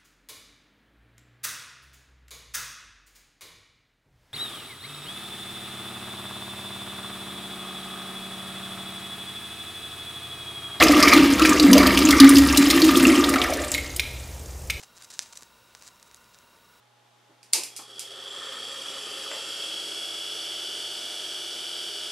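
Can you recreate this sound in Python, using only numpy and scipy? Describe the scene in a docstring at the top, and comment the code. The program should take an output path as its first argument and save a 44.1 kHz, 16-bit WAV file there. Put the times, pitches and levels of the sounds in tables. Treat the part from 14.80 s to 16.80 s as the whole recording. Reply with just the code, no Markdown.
"""A small, quiet room, with one microphone close to a smouldering scrap of paper.
Behind the paper lie hiss, the soft whirr of a fan, mains hum and a thin electrical whistle.
The glowing edge sizzles, and charring fibres break in flurries of tiny fractures, in single ticks
and in one sharp snap. The sheet knocks softly as it shifts and gives a few duller pops;
then the ember dies down."""
import sys
import numpy as np
from scipy import signal
from scipy.fft import rfft, irfft
from scipy.io import wavfile

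SR = 44100
rng = np.random.default_rng(int(sys.argv[2]) if len(sys.argv) > 2 else 0)


def put_to_file(sound):
    """Save the sound as 16-bit audio at rate SR, in the file named by the first command-line argument."""
    columns = np.atleast_2d(sound).T  # one column per channel
    safe = np.clip(columns, -1, 1)
    whole_steps = np.round(safe * 32767)
    wavfile.write(sys.argv[1], SR, whole_steps.astype(np.int16))


N = 88200


def from_db(db):
    """Decibels to gain."""
    return 10 ** (np.asarray(db) / 20)


def rms_one(x):
    """Scale to rms 1."""
    return x / np.sqrt(np.mean(x ** 2) + 1e-20)


def gain_at(colour, hz):
    """Gain of an (f/Hz, level/dB) table on a log-frequency axis."""
    f, db = np.transpose(colour)
    return from_db(np.interp(np.log(hz + 1e-3), np.log(f), db))


def add(out, start, sound):
    """Mix a sound into out, start seconds in."""
    i = int(np.clip(start * SR, 0, N - 1))
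    out[i:i + len(sound)] += sound[:N - i]


def noise(shape):
    """Noise of rms 1 whose spectrum is shape(Hz)."""
    white = rfft(rng.standard_normal(N))
    return rms_one(irfft(white * shape(np.fft.rfftfreq(N, 1 / SR)), N))


def resonance(hz, width_hz):
    """Noise in one steep-sided resonance."""
    return noise(lambda f: 1 / np.sqrt(1 + (2 * (f - hz) / width_hz) ** 4))


def click(colour, tilt_db=0, size=2048):
    """The shortest causal pulse with this colour, tilted by tilt_db per octave above 1 kHz; peak 1."""
    hz = np.fft.rfftfreq(size, 1 / SR)
    octaves = np.log2(np.maximum(hz / 1000, 1))
    spectrum = gain_at(colour, hz) * from_db(tilt_db * octaves)
    cepstrum = irfft(np.log(spectrum))
    cepstrum[1:size // 2] *= 2  # fold onto positive time: minimum phase
    cepstrum[size // 2 + 1:] = 0
    pulse = irfft(np.exp(rfft(cepstrum)))[:size // 2]
    return -pulse / np.abs(pulse).max()


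# Spectrum of the room tone: f/Hz, relative level/dB
AIR_COLOUR = [(20, -12), (40, -8), (75, -2.5), (98, 2), (160, -1.5), (240, 0.5), (330, -1), (520, 1.5),
              (760, -2), (1250, 1.5), (1650, -4), (3000, -5), (5000, -8), (8000, -11.5), (11000, -11.5),
              (16000, -15)]
def air(rms_db=-60):
    """Steady air noise and hiss lie under everything."""
    return from_db(rms_db) * noise(lambda f: gain_at(AIR_COLOUR, f))


# Resonances of the fan in the background: f/Hz, width/Hz, rms level/dB
FAN_RESONANCES = [(926.5, 39, -70.5), (997, 67, -71), (1167, 83, -73.5), (1444, 91, -69.5),
                  (2754, 120, -74.5), (3843, 190, -70.5), (4550, 83, -83.5), (5460, 120, -77)]
def fan():
    """The fan whirrs: noise gathered in narrow resonances."""
    return sum(from_db(db) * resonance(hz, width_hz) for hz, width_hz, db in FAN_RESONANCES)


# Four mains harmonics and the whistle far above them: f/Hz, rms level/dB
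ELECTRICAL_TONES = [(60, -78), (120, -78), (180, -82), (240, -82), (15682, -81)]
def hum_and_whistle(waver_depth=0.21, waver_width_hz=9.9, halo_width_hz=30, halo_db=-84):
    """Mains hum and an electrical whistle waver slightly; the whistle has a faint noisy halo."""
    t, out = np.arange(N) / SR, np.zeros(N)
    for hz, db in ELECTRICAL_TONES:
        waver = 1 + waver_depth * resonance(0, waver_width_hz)
        tone = np.sqrt(2) * np.sin(2 * np.pi * (hz * t + rng.random()))
        out += from_db(db) * waver * tone
    whistle_hz = ELECTRICAL_TONES[-1][0]
    return out + from_db(halo_db) * resonance(whistle_hz, halo_width_hz)


# Spectrum of a fibre breaking, heard close up: f/Hz, relative level/dB
FIBRE_COLOUR = [(100, -27), (400, -15), (1200, -11), (1700, -6.5), (2900, -9), (4200, -2.5), (6200, -1),
                (7600, -1.5), (8900, -9.5), (9600, -5), (10600, -17), (12000, -13.5), (15500, -43)]
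def fractures(per_s, spread_db, tilt_db=0, count=N):
    """Fibres break at random times, each a tiny click of uneven size; rms 1."""
    sizes = from_db(spread_db * np.minimum(rng.exponential(1, count), 3))
    signs = rng.choice([-1, 1], count)
    breaking = rng.random(count) < per_s / SR
    crackle = signal.fftconvolve(sizes * signs * breaking, click(FIBRE_COLOUR, tilt_db))
    return rms_one(crackle[:count])


# Rise and fall of the ember's sizzle: t/s, rms level/dB
SIZZLE_LEVELS = [(0, -55), (.1, -77), (.2, -61), (.275, -64), (.36, -55), (.6, -64), (.72, -72.5),
                 (.9, -70.5), (1.05, -58.5), (1.14, -72.5), (1.35, -68.5), (1.65, -73.5), (2, -77)]
def sizzle():
    """The glowing edge keeps up a faint crackle."""
    level_db = np.interp(np.arange(N) / SR, *np.transpose(SIZZLE_LEVELS))
    return from_db(level_db) * fractures(per_s=1200, spread_db=3.5)


# Cracks in the char: t/s, length/s, rms level/dB, treble tilt/(dB per octave)
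CRACK_RUNS = [(.001, 0.01, -54, -1), (0.03, .008, -44, -1), (0.041, .005, -52.5, 0.5),
              (0.151, .017, -61, 1), (0.167, 0.0094, -53.5, 0), (0.2, 0.014, -56.5, -4),
              (0.2211, .004, -44, 1.5), (0.232, 0.013, -51.5, 0.5), (0.246, 0.0053, -47.5, 2),
              (0.3008, 0.017, -46.5, 0.5), (0.326, 0.031, -51.5, -1.5), (0.337, 0.0058, -44.5, 1),
              (0.393, 0.043, -49, -1), (0.438, 0.043, -57.5, -2), (0.525, .009, -45.5, -1),
              (0.556, 0.014, -53.5, 3), (0.572, 0.0034, -38.5, 2.5), (0.584, 0.011, -57, 1),
              (0.6217, 0.0012, -44, 5), (.952, .003, -53.5, -1), (1.034, 0.027, -57, -1),
              (1.063, 0.0075, -52, 2), (1.075, .014, -54, 0.5), (1.226, 0.0035, -52.5, 4),
              (1.261, 0.022, -63, 5), (1.343, 0.0022, -50, 3), (1.358, .016, -63, 6),
              (1.536, 0.017, -59, -3)]
def flurries(attack_s=0.00041, release_s=0.0017):
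    """A crack runs through the char: the fractures start quickly, hold and stop."""
    t, out = np.arange(SR // 10) / SR, np.zeros(N)
    for start, length, db, tilt_db in CRACK_RUNS:
        attack = np.minimum(t / attack_s, 1)
        release = np.exp(-np.maximum(t - length, 0) / release_s)
        envelope = attack * release
        run = envelope * fractures(per_s=3500, spread_db=2, tilt_db=tilt_db, count=len(t))
        envelope_rms = np.sqrt(np.mean(envelope ** 2))
        add(out, start, from_db(db) * envelope_rms * rms_one(run))
    return out


# Single fibres close to the microphone: t/s, peak level/dB, treble tilt/(dB per octave)
FIBRE_BREAKS = [(.016, -32.5, -2.5), (0.0279, -36, 0), (.0353, -39, -2.5), (0.1779, -33.5, -1),
                (.1835, -35, -0.5), (0.2147, -34, -2), (0.2224, -39, -2), (.2384, -36, 0), (.2458, -33, 1),
                (0.3048, -31, -1.5), (.3074, -33, 1.5), (0.3148, -39, 2), (0.3339, -34, -2),
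                (0.3396, -33.5, -3), (.355, -36, -4), (0.4235, -26.5, -1), (.4277, -32, 0),
                (.4328, -28.5, -1.5), (0.4605, -36, -1), (.4759, -45, 4), (0.5333, -38, 1),
                (0.5558, -32, 1), (0.5602, -33, -2), (.5746, -28, 4), (0.6093, -35, 0), (0.6162, -38, 4),
                (0.6327, -29, 0.5), (.9725, -40.5, 0), (1.014, -37, -2), (1.024, -31.5, 4),
                (1.035, -37, -2), (1.066, -40, -1), (1.0722, -32.5, 0), (1.0775, -28.5, 1.5),
                (1.079, -32.5, 1), (1.087, -34, -3), (1.1593, -44, 0), (1.1982, -40, 3), (1.2281, -32.5, 0),
                (1.3457, -28.5, 3), (1.3627, -42.5, 4), (1.37, -41, 4), (1.4437, -42.5, -1),
                (1.5457, -38.5, -1), (1.5878, -35.5, 3.5)]
def ticks():
    """One charring fibre breaks with one click."""
    out = np.zeros(N)
    for start, db, tilt_db in FIBRE_BREAKS:
        add(out, start, from_db(db) * click(FIBRE_COLOUR, tilt_db))
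    return out


# Shifts of the sheet: t/s, peak level/dB, f/Hz, T60/s
SHEET_KNOCKS = [(.031, -47.5, 764, 0.03), (0.624, -43, 430, 0.0085)]
def knocks():
    """The sheet shifts with a soft hollow knock: one quickly dying low mode."""
    t, out = np.arange(SR // 10) / SR, np.zeros(N)
    for start, db, hz, t60 in SHEET_KNOCKS:
        decay = 1e-3 ** (t / t60)
        add(out, start, from_db(db) * decay * np.sin(2 * np.pi * hz * t))
    return out


# Spectrum of the snap, heard close up: f/Hz, relative level/dB
SNAP_SPECTRUM = [(100, -42), (300, -23), (950, -11), (1220, -15), (1500, -5.5), (2700, -7.5), (4200, -1),
                 (6200, 1.5), (7600, -2), (9600, -9), (12000, -18), (15500, -42)]
def snap(start_s=0.3923, peak_db=-7):
    """One sharp break in the char, far louder than the rest."""
    out = np.zeros(N)
    add(out, start_s, from_db(peak_db) * click(SNAP_SPECTRUM))
    return out


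# Spectrum of a pop: f/Hz, relative level/dB
POP_SPECTRUM = [(100, -26), (250, -18), (450, -9), (720, -6.5), (970, -0.5), (1200, -6), (1600, -1.5),
                (2700, -7), (6000, -2.5), (9000, -14.5), (15500, -28)]
# Pops of the sheet: t/s, peak level/dB
SHEET_POPS = [(0.6247, -30), (0.9502, -25.5), (1.0235, -31.5), (1.3134, -34.5)]
def pops():
    """The whole sheet pops, with a duller click than a single fibre makes."""
    out = np.zeros(N)
    for start, db in SHEET_POPS:
        add(out, start, from_db(db) * click(POP_SPECTRUM))
    return out


def room(x, echo_s=0.000913, echo_db=-17, tail_delay_s=0.004, tail_t60_s=0.32, tail_db=-13.5):
    """The microphone hears the direct sound, an echo off a surface close by and a short diffuse tail."""
    t = np.arange(SR // 2) / SR
    tail = rng.standard_normal(len(t)) * 1e-3 ** (t / tail_t60_s) * (t > tail_delay_s)
    response = from_db(tail_db) * tail / np.linalg.norm(tail)
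    response[0] += 1  # direct sound
    response[int(echo_s * SR)] -= from_db(echo_db)
    return signal.fftconvolve(x, response)[:N]


def scene():
    """Paper up close, room tone behind; one microphone feeds both channels."""
    paper = room(flurries() + sizzle() + ticks() + knocks() + snap() + pops())
    room_tone = air() + fan() + hum_and_whistle()
    return np.tile(paper + room_tone, (2, 1))


def record(dry):
    """The treble is cut steeply above 16 kHz."""
    lowpass = signal.firwin(255, 16000, fs=SR)
    return signal.fftconvolve(dry, lowpass[None], "same", axes=1)


dry = scene()
out = record(dry)
put_to_file(out)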